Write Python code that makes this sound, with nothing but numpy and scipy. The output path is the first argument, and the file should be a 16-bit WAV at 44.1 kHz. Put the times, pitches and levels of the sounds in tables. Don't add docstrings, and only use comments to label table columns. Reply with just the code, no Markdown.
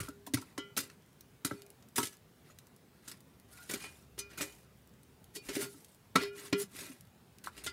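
import sys
import numpy as np
from scipy import signal
from scipy.io import wavfile
from scipy.ndimage import uniform_filter1d

SR = 44100
rng = np.random.default_rng(int(sys.argv[2]) if len(sys.argv) > 2 else 0)


def voltage_ratio(level):
    return 10 ** (np.asarray(level, float) / 20)


def unload_audio(sound):
    columns = np.transpose(np.atleast_2d(sound))
    steps = np.round(np.clip(columns, -1, 1) * 32767)
    wavfile.write(sys.argv[1], SR, steps.astype(np.int16))


N = 340452


def evened(x):
    return x / np.sqrt(np.mean(x ** 2) + 1e-20)


def read(points, hz):
    f, value = np.transpose(points)
    return np.interp(np.log(hz + 1), np.log(f + 1), value)


def add(mix, start_s, sound):
    part = mix[max(round(start_s * SR), 0):][:len(sound)]
    part += sound[:len(part)]


def decay(t, t60_s, rise_s):
    rise = (1 - np.exp(-t / max(rise_s, 1e-4))) ** 2
    shape = rise * voltage_ratio(-60 * t / max(t60_s, .004))
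    return shape / shape.max()


def coloured(x, spectrum, patchy_db, size, frames, bins):
    hz, _, z = signal.stft(x, SR, nperseg=size, noverlap=size * 3 // 4)
    patches = rng.standard_normal(z.shape)
    patches = uniform_filter1d(patches, size=frames, axis=1)
    patches = evened(uniform_filter1d(patches, size=bins, axis=0))
    z = z * voltage_ratio(read(spectrum, hz)[:, None] + patchy_db * patches)
    _, y = signal.istft(z, SR, nperseg=size, noverlap=size * 3 // 4)
    return evened(y[:N])


def blows(table, spread, rise_s, side_gain):
    out, t = np.zeros(N), np.arange(SR * 2 // 5) / SR
    chance = rng.random((len(table), 2, 4))
    for (start_s, db, hz, t60_s), (detune, phase) in zip(table, chance):
        side_hz = hz * np.exp(spread * (2 * detune - 1))
        side = np.sin(2 * np.pi * (np.outer(t, side_hz) + phase)).sum(axis=1)
        tone = np.sin(2 * np.pi * hz * t) + side_gain * side
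        add(out, start_s - .001, voltage_ratio(db) * tone * decay(t, t60_s, rise_s))
    return out


def air():
    # frequency in Hz, level in dB per Hz.
    air_spectrum = [(12, -54), (20, -44), (53, -12.5), (124, -2.5), (217, -8), (250, -7), (288, -14.5),
                    (414, -11.5), (463, -14.5), (548, -17.5), (6130, -32.5), (15000, -33.5), (16400, -31)]
    # time in seconds, level in dB.
    drone_level = [
        (0, -53),
        (.5, -105),
        (3.6, -67),
        (4.2, -64),
        (5.4, -74),
        (5.9, -112),
        (7.72, -58),
    ]
    drone_hz = 70
    noise = rng.standard_normal(N)
    hum = voltage_ratio(-62) * coloured(noise, air_spectrum, patchy_db=1.8, size=2048, frames=8, bins=10)
    t = np.arange(N) / SR
    waver = evened(uniform_filter1d(rng.standard_normal(N), size=3000))
    tone = np.sin(2 * np.pi * np.cumsum(drone_hz * (1 + 0.125 * waver)) / SR)
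    return hum + voltage_ratio(np.interp(t, *np.transpose(drone_level))) * tone


def fire():
    # start in seconds, peak in dB, frequency in Hz, T60 in seconds.
    ember_pops = [(0.0868, -39, 8400, 0.035), (0.8998, -43, 3620, 0.017), (1.2085, -40, 10600, 0.02),
                  (1.6198, -41, 6450, 0.0096), (1.664, -47, 8610, 0.019), (1.703, -41.5, 11000, 0.016),
                  (1.825, -52.5, 4970, 0.027), (1.8864, -52.5, 9070, 0.032), (2.072, -33, 5770, 0.02),
                  (2.169, -49.5, 6740, 0.014), (2.587, -39, 9490, 0.02), (2.6693, -47.5, 10600, 0.019),
                  (2.763, -52, 8500, 0.025), (3.205, -49, 9000, 0.033), (3.3988, -48, 10500, 0.01),
                  (5.032, -50, 9794, 0.023), (5.2426, -46, 9300, 0.012), (5.846, -45, 9000, 0.035),
                  (5.9469, -51, 9930, 0.015), (7.009, -43.5, 7760, 0.017), (7.385, -43, 4450, 0.0067)]
    # start in seconds, peak in dB, frequency in Hz, T60
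    # in seconds.
    faint_ticks = [
        (1.0217, -58, 4230, 0.012),
        (1.0621, -56, 11400, 0.012),
        (1.1299, -58, 12100, 0.012),
                   (4.7745, -59, 10900, 0.012),
        (4.8194, -60, 12200, 0.012),
        (4.8743, -52, 9810, 0.012),
        (4.8928, -57, 12000, 0.012),
        (4.9382, -58, 7020, 0.012),
                   (7.052, -58, 9000, .012),
        (7.0717, -55, 12000, .012),
    ]
    rise_s = .00015
    out, t = np.zeros(N), np.arange(2000) / SR
    pops = ember_pops + faint_ticks
    noise = rng.standard_normal((len(pops), len(t)))
    for (start_s, db, hz, t60_s), puff in zip(pops, noise):
        band = signal.butter(1, [hz * 0.5, min(hz * 1.78, 18000)], "bandpass", fs=SR)
        shape = decay(t, t60_s / 5, rise_s) + 1.05 * decay(t, t60_s, rise_s)
        add(out, start_s, voltage_ratio(db - 10.0) * evened(signal.lfilter(*band, puff)) * shape)
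    return out


def pit(x):
    taps = np.zeros(SR // 4)
    slots = np.arange(120, len(taps) - 22, 22)
    at = slots + rng.integers(0, 22, len(slots))
    taps[at] = rng.choice([-1., 1.], len(at)) * voltage_ratio(-60 * at / SR / 0.093)
    taps = signal.lfilter(*signal.butter(1, 6000, fs=SR), taps)
    return signal.fftconvolve(x, taps / np.linalg.norm(taps))[:N]


def jolts():
    # start in seconds, peak in dB, frequency in Hz, T60 in seconds.
    low_blows = [(0.0, -49, 85.3, 0.26), (0.34, -48, 96, .2), (0.78, -58, 102, .2), (3.4, -62.5, 85, .5),
                 (5.46, -58, 50.4, 0.23), (6.15, -62, 60, .3), (6.75, -65, 90, .2),
                 (7.66, -58.5, 70, 0.22), (3.735, -46, 190, .1), (6.155, -37, 190, .08),
                 (6.527, -37, 195, .12), (6.63, -51, 200, .15)]
    return blows(low_blows, spread=0.3, rise_s=0.0059, side_gain=0.37)


def thuds():
    # start in seconds, peak in dB, frequency in Hz, T60 in seconds, hollow note in dB.
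    dull_blows = [(0.002, -52.5, 240, 0.063, -55), (0.087, -37.5, 277, 0.045, -43),
                  (0.273, -44, 271, 0.18, -60), (0.337, -26, 258.6, 0.063, -46),
                  (0.375, -42, 260, 0.18, -63), (0.582, -32.5, 272, 0.031, -39),
                  (0.774, -42.5, 273.6, 0.2, -46), (1.449, -30.5, 274, 0.041, -62),
                  (1.512, -35.5, 282, 0.046, -38.5), (1.538, -39.5, 280, 0.072, -63),
                  (1.981, -27.5, 254, 0.1, -44), (2.505, -56, 245, 0.14, -64),
                  (3.735, -42.5, 253, 0.12, -68), (4.407, -44, 300, 0.23, -45),
                  (5.366, -45, 380, 0.02, -47), (5.49, -41.5, 263, 0.067, -44.5),
                  (5.567, -26, 320, 0.031, -35.5), (5.6, -43.5, 330.5, 0.17, -53),
                  (5.625, -39, 250, 0.06, -55), (5.741, -46.5, 273, 0.087, -78),
                  (6.153, -22.5, 265, 0.12, -36), (6.527, -18.5, 266, 0.024, -28.5),
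                  (6.818, -50, 240, 0.11, -54), (6.897, -48, 252, 0.17, -66)]
    # start in seconds, peak in dB, T60 in seconds.
    stamps = [
        (0.002, -46.5, 0.13),
        (.337, -38, 0.12),
        (0.776, -57, 0.2),
        (1.512, -53.5, .11),
    ]
    boom_db = -27.5
    body = blows([row[:4] for row in dull_blows], 0.33, 0.0021, 0.4) * voltage_ratio(-2.5)
    ground = [(s, db + boom_db, 1.7 * t60_s) for s, db, _, t60_s, _ in dull_blows] + stamps
    boom = blows([(s, db, 118, t60_s) for s, db, t60_s in ground], 0.334, 0.0041, 0.78)
    upper = [(s, db - 7.5, 530, 0.83 * t60_s) for s, _, _, t60_s, db in dull_blows]
    hollow = blows(upper, 0.15, 0.0011, 0.95)
    return body + boom + hollow


def knocks():
    # start in seconds, peak in dB, frequency in Hz, T60 in seconds.
    hard_knocks = [(0.084, -37.5, 1360, 0.0061), (0.272, -44, 950, 0.018), (0.379, -49, 965, 0.031),
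                   (0.423, -52.5, 920, 0.022), (0.578, -39.5, 1080, 0.012), (0.776, -33, 1460, 0.0097),
                   (0.899, -50, 1750, 0.012), (1.51, -37, 1304, 0.018), (1.981, -34.5, 950, 0.1),
                   (5.742, -59, 1310, 0.015), (6.156, -26, 1306, 0.03), (6.164, -28, 1008, 0.012),
                   (6.526, -40.5, 1968, 0.05), (7.473, -33.5, 1140, 0.0042)]
    return blows(hard_knocks, spread=0.453, rise_s=0.0023, side_gain=0.45)


def clacks():
    # start in seconds, peak in dB, frequency in Hz, T60 in seconds.
    char_clacks = [(0.268, -58, 3530, .03), (0.338, -41, 2980, 0.043), (0.338, -38, 3580, .025),
                   (0.372, -47, 1370, 0.027), (0.423, -56, 1350, .015), (1.51, -44, 1570, 0.016),
                   (1.985, -39, 1390, .04), (2.03, -43.5, 3140, 0.033), (2.5, -59, 1300, 0.018),
                   (2.502, -63, 7000, 0.079), (3.7, -46, 2570, .03), (3.737, -43, 2250, 0.032),
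                   (3.738, -51, 6000, .025), (3.955, -64, 3500, .02), (4.378, -47, 1490, .03),
                   (4.41, -40, 1330, 0.024), (4.497, -57, 4000, .008), (4.525, -65, 3130, 0.025),
                   (5.553, -46, 5530, .03), (6.157, -31, 490, 0.06), (6.527, -40, 2980, .03),
                   (7.052, -70, 4500, .01), (7.072, -74, 4880, .01)]
    return blows(char_clacks, spread=0.076, rise_s=0.00098, side_gain=0.64)


def grains(per_s, spread_db):
    size = voltage_ratio(spread_db * np.minimum(rng.exponential(1, N), 3))
    return size * rng.standard_normal(N) * (rng.random(N) < per_s / SR)


def stroke(at_s, rise_s, fall_s, db):
    rest_db, rise_bend, fall_bend = -73.5, 1.97, 1.21
    t = np.arange(-rise_s, fall_s, 1 / SR)
    away = np.where(t < 0, abs(t / rise_s) ** rise_bend, abs(t / fall_s) ** fall_bend)
    return at_s - rise_s, db + (rest_db - db) * away


def grit():
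    # start in seconds, peak in dB, T60 in seconds, coarse part in dB re fine.
    crunches = [(0.0024, -30, 0.065, -0.5), (0.0296, -42.5, 0.24, 3), (0.2648, -37.5, 0.059, -4.5),
                (0.3411, -18.5, 0.036, -4.5), (0.412, -46, 0.087, -3), (0.7656, -28.5, 0.048, 3),
                (0.7725, -23.5, 0.13, -6), (0.801, -29.5, 0.11, -11), (1.4478, -21, 0.066, -5.5),
                (1.958, -24, 0.25, -7.5), (1.98, -20.5, 0.03, 2), (2.0294, -26, 0.066, -1.5),
                (2.124, -49.5, 0.11, 0.5), (3.0774, -35.5, 0.11, -4.5), (3.114, -35, 0.04, -1),
                (3.691, -35, 0.39, 2), (3.709, -26.5, 0.049, -7), (3.7359, -27.5, 0.061, 0),
                (4.1884, -27, 0.051, -24), (4.373, -38.5, 0.43, 3), (4.4079, -27.5, 0.12, 3),
                (5.3502, -36, 0.1, -22), (5.4484, -48, 0.12, -11), (5.549, -33, 0.14, -1),
                (6.222, -39.5, 0.043, -6), (7.439, -41.5, 0.087, 2), (7.46, -40, 0.087, 2.5),
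                (7.638, -33, 0.11, -4.5)]
    cracks = [(0.337, -19.5, 0.02, -7), (0.37, -37, 0.12, 0), (0.5778, -31, 0.042, 0.5),
              (2.053, -30, 0.11, -26), (3.8023, -41.5, 0.44, 2.5), (3.839, -42, 0.1, 8),
              (4.178, -42.5, 0.12, 5), (4.303, -49, 0.048, -13), (5.3622, -38, 0.07, -28),
              (5.486, -33.5, 0.19, 1.5), (6.1555, -21.5, 0.064, 7.5), (6.5271, -32, 0.034, 13.5),
              (7.566, -48, 0.1, 5), (7.576, -42, 0.14, 0.5), (7.6628, -28, 0.094, 0)]
    # hardest pressure in seconds,
    # rise in seconds, fall in seconds, level in dB, coarse part in dB re fine.
    drags = [(.44, 0.092, 0.098, -66, 5.5), (.79, .005, 0.16, -56.5, 6), (1.47, .005, 0.17, -55, 4.5),
             (2.06, 0.11, 0.068, -44.5, -3), (2.514, 0.066, 0.013, -69, 6), (3.084, 0.058, 0.099, -63, 4.5),
             (3.53, 0.027, 0.52, -60, -6), (3.66, 0.18, .04, -61, 3), (3.85, 0.16, 0.06, -54.5, 1.5),
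             (3.97, 0.11, 0.082, -68, -3), (4.31, 0.017, 0.15, -64.5, 10.5), (4.43, .01, 0.22, -56, -9),
             (5.361, 0.024, 0.029, -47, -1), (5.48, 0.067, .04, -55.5, 0.5),
             (5.564, 0.063, 0.048, -41.5, 3), (5.631, 0.086, 0.079, -40, 1), (5.7, 0.016, 0.27, -59, -8.5),
             (6.229, 0.079, 0.071, -49, 11), (6.394, 0.067, 0.074, -51.5, 4), (6.471, 0.1, 0.057, -52, 3),
             (6.621, 0.072, 0.045, -39, -5.5), (6.809, 0.12, 0.2, -47, 1.5), (7.6, 0.084, .1, -66, 9),
             (7.679, 0.0068, 0.024, -55, 2)]
    # frequency in Hz, level in dB per Hz.
    coarse_spectrum = [(100, -19), (230, 6.5), (480, -7.5), (750, -14), (2000, -4), (3000, -10), (4500, -9),
                       (9000, -29)]
    fine_spectrum = [(900, -58), (1800, -38), (2600, -6.5), (3500, -4.5), (5500, -1.5), (7500, 0),
                     (9500, -5), (14000, -36)]
    dust_spectrum = [(3000, -62), (6500, -29), (8500, -6), (11000, -2), (13500, -6), (15500, -10.5),
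                     (16400, -13)]
    crunch_dust_db, crack_dust_db, drag_dust_db = -1, -8, 0.5
    dust_db_per_coarse_db = -0.16

    power, t = np.zeros((3, N)), np.arange(SR // 2) / SR
    breaks = [(*row, crunch_dust_db) for row in crunches] + [(*row, crack_dust_db) for row in cracks]
    for start_s, db, t60_s, coarse_db, dust_db in breaks:
        burst = (voltage_ratio(db - 12.0) * decay(t, t60_s, 0.0016)) ** 2
        for stream, rel_db in zip(power, (coarse_db, 0, dust_db)):
            add(stream, start_s - .001, burst * voltage_ratio(rel_db) ** 2)
    for at_s, rise_s, fall_s, db, coarse_db in drags:
        start_s, level_db = stroke(at_s, rise_s, fall_s, db)
        dust_db = drag_dust_db + dust_db_per_coarse_db * coarse_db
        for stream, rel_db in zip(power, (coarse_db, 0, dust_db)):
            add(stream, start_s, voltage_ratio(level_db + rel_db - 5.5) ** 2)

    slips = voltage_ratio(1.7 * evened(uniform_filter1d(rng.standard_normal(N), size=260)))
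    chips = grains(16000, 2.1)
    coarse = coloured(grains(6000, 1.56), coarse_spectrum, 3.2, size=256, frames=8, bins=2)
    fine = coloured(chips, fine_spectrum, 3.7, size=256, frames=10, bins=2)
    dust = coloured(chips, dust_spectrum, 4.7, size=256, frames=10, bins=3)
    return evened(slips) * (np.sqrt(power) * [coarse, fine, dust]).sum(axis=0)


def favoured_modes():
    # start in seconds, peak in dB,
    # frequency in Hz, T60 in seconds.
    plate_notes = [(0.087, -57, 404, 1.2), (0.338, -56, 2540, .2), (0.579, -54, 1389, .45),
                   (0.579, -47, 3063, .17), (0.579, -48, 2998, 0.34), (0.579, -58, 2013, .4),
                   (0.579, -57, 3208, 0.28), (0.579, -60, 4043, 0.2), (0.775, -50, 2740, 0.22),
                   (0.79, -43, 3560, 0.11), (0.79, -47, 4810, .15), (1.45, -51, 935, .2),
                   (1.47, -66, 2441, 0.91), (1.54, -63, 4490, 0.28), (1.53, -61, 2013, .25),
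                   (2.03, -50, 3000, 0.26), (2.04, -55, 1700, 0.32), (2.0, -42.5, 1300, 0.19),
                   (3.59, -68, 5180, .15), (3.615, -62, 1560, .1), (3.71, -45, 1480, .12),
                   (3.737, -48, 404, 0.19), (3.842, -52, 2441, 0.33), (3.845, -55, 2998, 0.19),
                   (4.19, -45, 6089, 0.14), (4.19, -48, 4177, 0.14), (4.19, -50, 4877, 0.19),
                   (4.19, -62, 2998, 0.29), (4.41, -62, 1700, .25), (4.415, -45, 2441, 0.35),
                   (4.19, -60, 2439, 1.2), (4.19, -62, 1389, .4), (4.3, -62, 1400, .3),
                   (4.47, -62, 2998, .3), (5.362, -59, 2441, .5), (5.42, -67, 2735, .5),
                   (5.66, -57, 404, .5), (5.362, -47.5, 4490, 0.15), (5.49, -52, 2153, .2),
                   (5.49, -50, 5399, .1),
                   (6.16, -44, 1421, .6), (6.222, -38, 404, .85), (6.16, -44, 2444, 0.4), (6.2, -49, 2902, 0.46),
              (6.16, -50, 2261, .3), (6.2, -53, 4334, .3), (6.2, -56, 3225, .3), (6.2, -56, 4974, .2),
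              (6.22, -58, 5168, 0.16), (6.2, -63, 3461, .3), (6.2, -62, 5636, .16), (6.16, -54, 1707, .6),
              (6.23, -56, 1421, .7), (6.23, -53, 2430, 0.45), (6.23, -58, 2008, 0.58),
              (6.37, -65, 2930, .3), (6.53, -50, 2998, .2), (6.53, -49, 2013, 0.27),
              (6.53, -49, 1389, 0.34), (6.53, -55, 2444, .3), (6.53, -48, 3219, .14), (6.53, -52, 5130, .2),
              (6.53, -50, 1696, .15), (7.672, -44, 1405, 0.16), (7.668, -49, 4813, .2),
              (7.666, -49, 4468, .13), (7.666, -48, 3268, .09), (7.67, -50, 2902, .12),
              (7.676, -42, 2050, .07), (7.666, -43, 3558, 0.091), (7.666, -49, 5206, .1)]
    return blows(plate_notes, spread=0.006, rise_s=0.0014, side_gain=0.21)


def struck(table, families, buried_t60_s):
    hz, db, t60_s = np.concatenate(families).T
    family = np.repeat(np.arange(len(families)), [len(f) for f in families])
    t = np.arange(SR // 2) / SR
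    flutter = rng.standard_normal((len(t), len(hz)))
    flutter = evened(uniform_filter1d(flutter, size=600, axis=0))
    flutter_depth = .4 * np.clip(hz / 1500 - .2, 0, 1)
    ring = voltage_ratio(db - 60 * t[:, None] / t60_s) * np.exp(2j * np.pi * hz * t[:, None])
    out, chance = np.zeros(N), rng.standard_normal((len(table), 2, len(hz)))
    for k, ((start_s, *levels_db, free_s), (place, phase)) in enumerate(zip(table, chance)):
        mode_db = np.array(levels_db)[family] + 2.0 * place
        touch = 1 + flutter_depth * np.roll(flutter, k, axis=1)
        tone = ((ring * touch) @ (voltage_ratio(mode_db) * np.exp(3j * phase))).real
        buried_db = -60 * np.maximum(t - free_s, 0) / buried_t60_s
        add(out, start_s, tone * voltage_ratio(buried_db) * (1 - np.exp(-t / 0.0011)))
    return out


def rubbed():
    # start in seconds, length in seconds, frequency in Hz, level in dB.
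    rubs = [
        (0.59, 0.012, 3200, -53),
        (3.066, 0.044, 1406, -64),
        (3.508, 0.17, 1425, -60),
        (3.799, 0.053, 2441, -55.5),
        (5.621, 0.035, 400, -55),
        (5.36, 0.028, 4490, -65),
        (5.6, 0.043, 1413, -51.5),
        (5.598, 0.053, 4490, -58),
        (5.607, 0.03, 3546, -52),
        (6.742, 0.16, 2455, -66),
    ]
    out = np.zeros(N)
    noise = rng.standard_normal((len(rubs), SR // 2))
    t = np.arange(SR // 2) / SR
    for (start_s, length_s, hz, db), hiss in zip(rubs, noise):
        friction = hiss * np.sqrt(abs(np.sin(np.pi * np.minimum(t / length_s, 1))))
        mode = voltage_ratio(-60 * t / 0.2) * np.sin(2 * np.pi * hz * t)
        tone = signal.fftconvolve(friction, mode)[:len(t)]
        add(out, start_s, voltage_ratio(db + 7) * tone / abs(tone).max())
    return out


def blade(scrape):
    # frequency in Hz, level in dB, T60 in seconds.
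    bend = [(404, 0, 0.8)]
    twist = [(1163, -4, .2), (1270, 0, .17), (1389, -5, .5), (1427, -5, .5)]
    scoop = [(931, -5, .2), (1707, -5, .35), (2013, 0, .4), (2261, -11, .5)]
    rim = [(2153, -1, .15), (2441, -2, .55)]
    belly = [(2740, -2, .2), (2902, -3, .3), (2998, -3, .26), (3063, -1, .17), (3212, -5, .26),
             (3391, -5, .19), (3564, -3, .17)]
    edge = [(3779, -8, .2), (4043, -2, .13), (4177, -3, .13), (4334, -4, .15), (4490, -7, .18),
            (4974, -3, .15), (5168, -6, .17), (5399, -10, .2), (5642, -11, .2), (6089, -1, .1),
            (6928, -4, .12), (7171, -3, .12)]
    # start in seconds, bend, twist and scoop in dB, seconds until buried.
    rings = [(0.0, -62, -49.5, -74, 0.15), (0.578, -57, -54, -53, 0.15), (0.775, -68, -57.5, -77, .15),
             (1.511, -51, -60, -69, .2), (1.982, -41.5, -67, -46, 0.028), (4.189, -59, -62, -63, 0.13),
             (4.378, -66, -61, -70, 0.055), (4.41, -57, -61, -72, 0.092), (5.362, -50, -69, -79, 0.03),
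             (5.491, -46, -68, -72, 0.03), (5.567, -39, -64, -56, 0.035), (6.158, -46, -39, -53, 0.36),
             (6.527, -29.5, -50.5, -50, 0.095), (7.666, -62, -54, -54, .1)]
    # start in seconds, rim, belly and edge in dB,
    # seconds until buried.
    glances = [(0.578, -62, -59, -54, 0.17), (0.775, -71, -53, -46, 0.067), (1.511, -69, -67, -62.5, .12),
               (4.189, -54, -63, -50, 0.14), (4.378, -47, -68, -62, 0.1), (4.41, -49, -57, -50, 0.038),
               (5.36, -63, -70, -55, .05), (6.158, -69, -46.5, -49, 0.27), (6.224, -51, -53, -47, .14),
               (6.528, -54, -48, -53, 0.072), (7.666, -55, -56, -56, 0.045)]
    buried_t60_s, grazed_t60_s = .045, .2
    dragged_t60_s = .2

    hz, db, t60_s = np.concatenate([bend, twist, scoop, rim, belly, edge]).T
    t = np.arange(SR // 4)[:, None] / SR
    fall_db = db - 60 * t / t60_s - 60 * t / dragged_t60_s
    damped = (voltage_ratio(fall_db) * np.sin(2 * np.pi * hz * t)).sum(axis=1)
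    hum = voltage_ratio(-16.0) * signal.fftconvolve(scrape, damped / np.linalg.norm(damped))[:N]
    deep = struck(rings, [bend, twist, scoop], buried_t60_s)
    bright = struck(glances, [rim, belly, edge], grazed_t60_s)
    return deep + bright + rubbed() + hum


def scene():
    scrape = grit()
    near = scrape + blade(scrape) + thuds() + knocks() + fire()
    near = signal.sosfilt(signal.butter(4, 90, "highpass", fs=SR, output="sos"), near)
    mix = near + voltage_ratio(-11.5) * pit(near) + air()
    return (mix + favoured_modes() + clacks() + jolts())[None]


def low_pass(x):
    return signal.sosfilt(signal.butter(12, 16510, fs=SR, output="sos"), x)


def record(dry):
    band = signal.oaconvolve(dry, signal.firwin(255, 15750, fs=SR)[None], "same")
    leak = voltage_ratio(-15) * (dry - band)
    return low_pass(band + leak)


dry = scene()
out = record(dry)
unload_audio(out)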